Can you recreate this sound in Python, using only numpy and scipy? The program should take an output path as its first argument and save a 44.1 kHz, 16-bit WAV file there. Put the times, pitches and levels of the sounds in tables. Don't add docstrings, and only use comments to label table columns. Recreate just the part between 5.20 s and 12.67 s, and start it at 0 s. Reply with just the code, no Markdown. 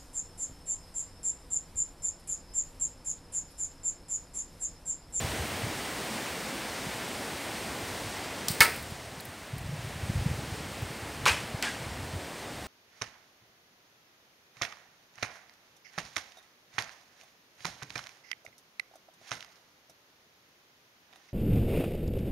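import sys
import numpy as np
from scipy import signal
from scipy.fft import rfft, irfft
from scipy.io import wavfile
from scipy.ndimage import uniform_filter1d

SR = 44100
rng = np.random.default_rng(int(sys.argv[2]) if len(sys.argv) > 2 else 0)


def unload_audio(sound):
    columns = np.transpose(np.atleast_2d(sound))
    steps = np.round(np.clip(columns, -1, 1) * 32767)
    wavfile.write(sys.argv[1], SR, steps.astype(np.int16))


def decibels_to_gain(level_db):
    exponent = np.asarray(level_db, float) / 20
    return 10 ** exponent


N = 329427

SNAP_S, NEAR_S, FAR_S, POST_S = 3.2834, 3.4052, 6.0556, 6.425
# delay/ms, peak level/dB, centre f/Hz, width/octaves, decay/ms
SNAP_PARTS = [
    (0, -13, 9500, 2.4, 2.42),
    (.1, -14, 4900, .6, 3),
    (.8, -27, 3300, .2, 4),
]
NEAR_PARTS = [
    (0, -7.5, 2600, 2.2, 5.35),
    (.3, -8, 4750, .4, 2.5),
    (.5, -3, 11500, 1.0923, 1.456),
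    (3.1638, -6, 1900, .5, 3),
    (4.8009, -22, 4750, .35, 51.9),
    (4.761, -22, 1400, .7, 22.2),
    (8.8, -17.5, 9486, 0.3054, 8.96),
    (27.747, -16.5, 9270, 0.495, 3.755),
    (60, -29, 4832, 0.3614, 47.2),
    (74, -27, 431.8, .3, 18),
]
FAR_PARTS = [
    (0, -11, 2700, 1.8, 3),
    (6.8, -10.5, 1120, .45, 11),
    (7.386, -16, 3049, 0.642, 8.9),
    (12.4, -17, 3500, .8, 16),
    (24, -16, 2450, .7, 13.7),
    (25.522, -18, 6000, .5, 6.13),
    (39.019, -22, 2408, 1.112, 11.96),
]
POST_PARTS = [
    (0, -17.5, 5200, 1.5, 2.96),
    (1, -20, 2500, 1.0, 24),
    (13, -25, 1500, 1.2, 16),
]
# t/s, peak
# level/dB, centre f/Hz, decay/ms
TICKS = [(3.2836, -20, 14000, 1.98), (3.3153, -20, 13000, 1.602), (3.3465, -31.5, 7000, 3.04),
         (3.5605, -26, 13000, 8), (3.6254, -33, 12000, 4.98), (3.7075, -40, 13000, 4),
         (4.005, -28, 11500, 6), (4.0524, -27, 13000, 6), (4.0876, -41, 12000, 4.06),
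         (4.3814, -33, 10000, 4.425), (4.3905, -37, 13000, 4.01), (5.6195, -34, 14000, 4.01),
         (6.056, -21, 11000, 1.995), (6.0741, -27, 5000, 3.99), (6.4243, -30, 13000, 1.5)]
# t/s, peak level/dB, centre f/Hz, width/octaves, decay/ms
PEBBLE_PING = (4, -35, 4300, .4, 10)

# f/Hz, level/dB, t60/s
NEAR_BOX_MODES = [(440.34, -31, 0.572), (929.43, -15, 0.2207), (1310.1, -11.5, 0.2009),
                  (1533.8, -27.5, 0.17), (1756.3, -3.5, 0.0907), (2000, -15, 0.1016), (2204.2, 1, 0.0809),
                  (2430, -21, 0.1264), (2948.6, -11, 0.0856), (4270, -24.5, 0.1108), (4755.7, -18.5, 0.094)]
FAR_BOX_MODES = [(957.45, -2.5, 0.125), (1568.7, 1, 0.1297), (2370, -1.5, 0.2153), (2507.3, 0, 0.2046),
                 (2822.6, -10, 0.203), (2891, -13.5, 0.177), (3226.6, -12.5, 0.1974)]
POST_MODES = [(1624, 1, 0.1126), (1905.2, -16.5, .06), (2492, -17, 0.0596)]

# t/s, level/dB, hold/ms, early t60/s, late share/dB
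SCATTER = [
    (3.285, -35, 3.01, 0.2221, -6),
    (3.408, -21.5, 20.53, 0.12626, -7.5),
    (6.058, -27.5, 25.44, .22, -1),
    (6.425, -35, 28.83, 0.432, -6),
]
# f/Hz, level per Hz/dB
SNAP_TAIL = [(1200, -30), (2500, -11), (4500, 2), (6500, -8.5), (8700, 1.5), (10500, -10.5), (16000, -3.5)]
NEAR_TAIL = [(120, -49), (200, -15.5), (432, -1.5), (900, -6.5), (1400, 2.5), (2200, 0), (3310, -7),
             (4700, -4.5), (6200, -12.5), (9230, -6.5), (10500, -14), (16000, -10.5)]
FAR_TAIL = [(180, -41), (300, -9.5), (1340, -5.5), (1580, -6), (2030, -6.5), (2440, -2.5), (3640, -11.5),
            (9090, -19.5), (16000, -34.5)]
POST_TAIL = [(410, -34.5), (700, -5.5), (1310, -10), (1600, -1), (1750, -5), (2770, -9), (8990, -18.5),
             (16000, -42.5)]

# t/s, level/dB
FLOW = [(0.0, -41), (0.3, -45), (0.58, -54), (1.2, -60), (2.2, -55), (3.72, -50), (4.3, -58), (4.35, -42),
        (4.78, -47), (5.03, -36), (5.45, -48), (5.95, -50), (6.07, -40), (6.5, -60), (6.66, -46),
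        (7.0, -47), (7.12, -60), (7.47, -50)]
# t/s, peak level/dB, f/Hz,
# length/ms
STRONG_EDDIES = [(0.048, -23.5, 120.6, 8), (0.442, -27, 116, 17), (0.471, -30, 170, 5.4),
                 (.915, -33, 225, 20), (1.671, -32.5, 138.8, 11), (2.636, -35, 114, 14),
                 (2.867, -32, 105, 12), (3.307, -21, 143.4, 5.5), (3.407, -23, 170, 5),
                 (3.723, -29.5, 125, 6.7), (4.34, -25.5, 129.1, 9), (4.367, -28.5, 140.2, 4.6),
                 (4.415, -31, 106, 10), (4.495, -26.5, 126.4, 7.6), (4.535, -28, 145, 16),
                 (4.594, -27, 115.2, 9), (4.837, -25.5, 105.6, 16), (4.901, -17.5, 135, 6),
                 (4.959, -22.5, 121.2, 6.8), (4.981, -19.5, 106, 9), (5.024, -27, 113, 10),
                 (5.064, -16, 144.6, 7), (5.116, -22.5, 116.9, 9.3), (5.192, -25.5, 127.1, 7),
                 (5.327, -23.5, 112.9, 7.8), (5.629, -25, 106.5, 12), (6.348, -23, 120, 7),
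                 (6.675, -30, 88, 18), (6.832, -29.5, 119.6, 7.7), (6.962, -28.5, 95, 22)]

# t/s, level/dB
BREEZE = [
    (0, -35),
    (.7, -36),
    (2.3, -37),
    (3.3, -38),
    (5.4, -40),
    (6.1, -40.5),
    (7.47, -41),
]
# f/Hz, level per Hz/dB
LEAF_COLOUR = [(18, -49), (30, -22.5), (59, -4), (100, -11.5), (138, -6), (227, -1.5), (384, -4), (740, -4),
               (1250, -9), (1960, -8.5), (6550, -18.5), (9400, -19), (10200, -24.5), (15500, -26.5)]
# f/Hz, width/Hz, level/dB
PORT_MODES = [(2051, 412, 1), (4803.5, 1341, 1), (8769, 929.7, 2)]


def contacts():
    out, u = np.zeros(N), np.arange(4096) / SR
    hz = np.fft.rfftfreq(len(u), 1 / SR) + 1
    for s, db, centre_hz, octaves, decay_ms in touches():
        band = bell_gain(centre_hz, octaves)
        click = np.roll(irfft(band(hz)), 30)
        rise = 1 - np.exp(-u / 0.0003582)
        grit = rise * fall(u, 0.004463 * decay_ms) * coloured(band, len(u))
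        burst = grit / np.max(abs(grit)) + 1.8023 * click * fall(u, 0.02618) / np.max(click)
        add(out, s, decibels_to_gain(db) * burst / np.max(abs(burst)))
    return out


def touches():
    impacts = [(SNAP_S, SNAP_PARTS), (NEAR_S, NEAR_PARTS), (FAR_S, FAR_PARTS), (POST_S, POST_PARTS)]
    rows = [(s + ms / 1000, *rest) for s, parts in impacts for ms, *rest in parts]
    for k in range(4):
        rows.append((NEAR_S + (50 + 33 * k) / 1000, -20 - 3.5 * k, 2000, .7, 34))
    for s, db, hz, ms in TICKS:
        octaves = 0.417 + 1.955 * np.log2(16020 / hz)
        rows.append((s, db, hz, octaves, ms))
    return rows + [PEBBLE_PING]


def boxes():
    out = np.zeros(N)
    ring(out, 3.4094, -8.5, NEAR_BOX_MODES, rattle_ms=0.274)
    ring(out, 6.078, -26.0, FAR_BOX_MODES, rattle_ms=1.109)
    ring(out, 6.456, -38, POST_MODES, rattle_ms=0.296)
    ring(out, 6.47, -32, POST_MODES, rattle_ms=0.4176)
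    return out


def ring(out, s, db, modes, rattle_ms):
    u = np.arange(16384) / SR
    push = np.gradient(rng.standard_normal(len(u)) * np.exp(-u * 1000 / rattle_ms))
    body = 0
    for hz, mode_db, t60 in modes:
        pole = 2j * np.pi * hz + np.log(1000) / t60
        share = abs(push @ np.exp(pole * np.minimum(u, .03)))
        body = body + decibels_to_gain(mode_db) * fall(u, t60) * np.sin(2 * np.pi * hz * u) / share
    add(out, s, decibels_to_gain(db) * signal.fftconvolve(body, push))


def scatter():
    out, u = np.zeros(N), np.arange(32768) / SR
    tails = (SNAP_TAIL, NEAR_TAIL, FAR_TAIL, POST_TAIL)
    late_t60 = 0.6727
    for (s, db, hold_ms, early_t60, late_db), tail in zip(SCATTER, tails):
        after = np.maximum(u - hold_ms / 1000, 0)
        decay = fall(after, early_t60) + decibels_to_gain(late_db) * fall(u, late_t60)
        shape = (1 - np.exp(-u / 0.00315)) * decay
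        patchy_db = db + 0.929 * walk(170)[:len(u)]
        add(out, s, decibels_to_gain(patchy_db) * shape * coloured(table_gain(tail), len(u)))
    return out


def buffet(t):
    flow_db = np.interp(t, *np.transpose(FLOW)) + 2.29 * walk(30) - 0.5
    out = coloured(bell_gain(88.905, 1.2686), N) * decibels_to_gain(flow_db)
    u = np.linspace(-.06, .06, int(.12 * SR))
    puffs = eddies()
    phases = rng.uniform(0, 2 * np.pi, len(puffs))
    for (s, db, hz, ms), phase in zip(puffs, phases):
        spread = (u * 1000 / ms) ** 2
        swell = 0.8737 * np.exp(-2.8 * spread) + 0.0831 * np.exp(-.3 * spread)
        puff = swell * np.cos(2 * np.pi * hz * u + phase)
        start = s + u[0]
        before_start = max(int(-start * SR), 0)
        add(out, start, decibels_to_gain(db) * puff[before_start:])
    return out


def eddies():
    per_s, over_flow_db, spread_db = 24, 7, 4
    centre_hz, spread_octaves, turns = 108, .25, 1.4
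    jitter, strength, pitch = rng.standard_normal((N * per_s // SR, 3)).T
    at = np.clip((np.arange(len(jitter)) + .5 + jitter / 2) / per_s, 0, N / SR)
    db = np.interp(at, *np.transpose(FLOW)) + over_flow_db + spread_db * strength
    hz = centre_hz * 2 ** (spread_octaves * pitch)
    return np.r_[STRONG_EDDIES, np.c_[at, db, hz, 1000 * turns / hz]]


def leaves(t):
    breeze_db, ducked = np.interp(t, *np.transpose(BREEZE)), duck(t)
    db = breeze_db - 6 * ducked
    tilt = 0.1329 * (breeze_db + 37) + 0.2 * ducked
    spectrum = rfft(coloured(table_gain(LEAF_COLOUR), N))
    hz = np.maximum(np.fft.rfftfreq(N, 1 / SR), 1)
    octave = np.clip(np.log2(hz / 40), 0, 9)
    out = 0
    for k in range(10):
        share = np.clip(1 - abs(octave - k), 0, 1)
        band_db = db + tilt * (k - 5) + 0.4192 * walk(6) + 0.3704 * walk(25)
        out = out + decibels_to_gain(band_db) * irfft(spectrum * share, N)
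    return out


def duck(t):
    start_s, attack_s, hold_s, release_s = 3.4294, 0.2167, 1.0592, 0.2281
    after = np.maximum(t - start_s, 0)
    return (1 - np.exp(-after / attack_s)) * np.exp(-np.maximum(after - hold_s, 0) / release_s)


def unit(x):
    return x / np.sqrt(np.mean(x ** 2))


def coloured(gain_of_hz, size):
    hz = np.maximum(np.fft.rfftfreq(size, 1 / SR), 1)
    return unit(irfft(rfft(rng.standard_normal(size)) * gain_of_hz(hz), size))


def table_gain(table):
    f, db = np.transpose(table)
    return lambda hz: decibels_to_gain(np.interp(np.log(hz), np.log(f), db))


def bell_gain(centre_hz, octaves):
    return lambda hz: np.exp(-2 * (np.log2(hz / centre_hz) / octaves) ** 2)


def walk(rate):
    k = int(SR / rate)
    held = np.repeat(rng.standard_normal(N // k + 1), k)
    return unit(uniform_filter1d(uniform_filter1d(held, k), k)[:N])


def fall(t, t60):
    return np.exp(-np.log(1000) * t / t60)


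def add(out, s, x):
    i = max(int(s * SR), 0)
    out[i:i + len(x)] += x[:len(out) - i]


def scene():
    t = np.arange(N) / SR
    mono = contacts() + boxes() + scatter() + buffet(t) + leaves(t)
    return np.tile(mono, (2, 1))


def low_pass(x):
    return signal.sosfilt(signal.butter(12, 17000, fs=SR, output="sos"), x)


def record(dry):
    hz = np.fft.rfftfreq(N, 1 / SR) + 1
    port = 1
    for f, width, db in PORT_MODES:
        port = port + (decibels_to_gain(db) - 1) / (1 + 1j * (hz - f * f / hz) / width)
    heard = irfft(rfft(dry) * port, N)
    low_cut = signal.butter(2, 35, "high", fs=SR, output="sos")
    heard = signal.sosfilt(low_cut, heard)
    heard = heard / (1 + (heard / .72) ** 4) ** .25
    top_cut = signal.ellip(12, .3, 60, 15780, fs=SR, output="sos")
    finished = signal.sosfilt(top_cut, heard)
    return low_pass(finished)


dry = scene()
out = record(dry)
unload_audio(out)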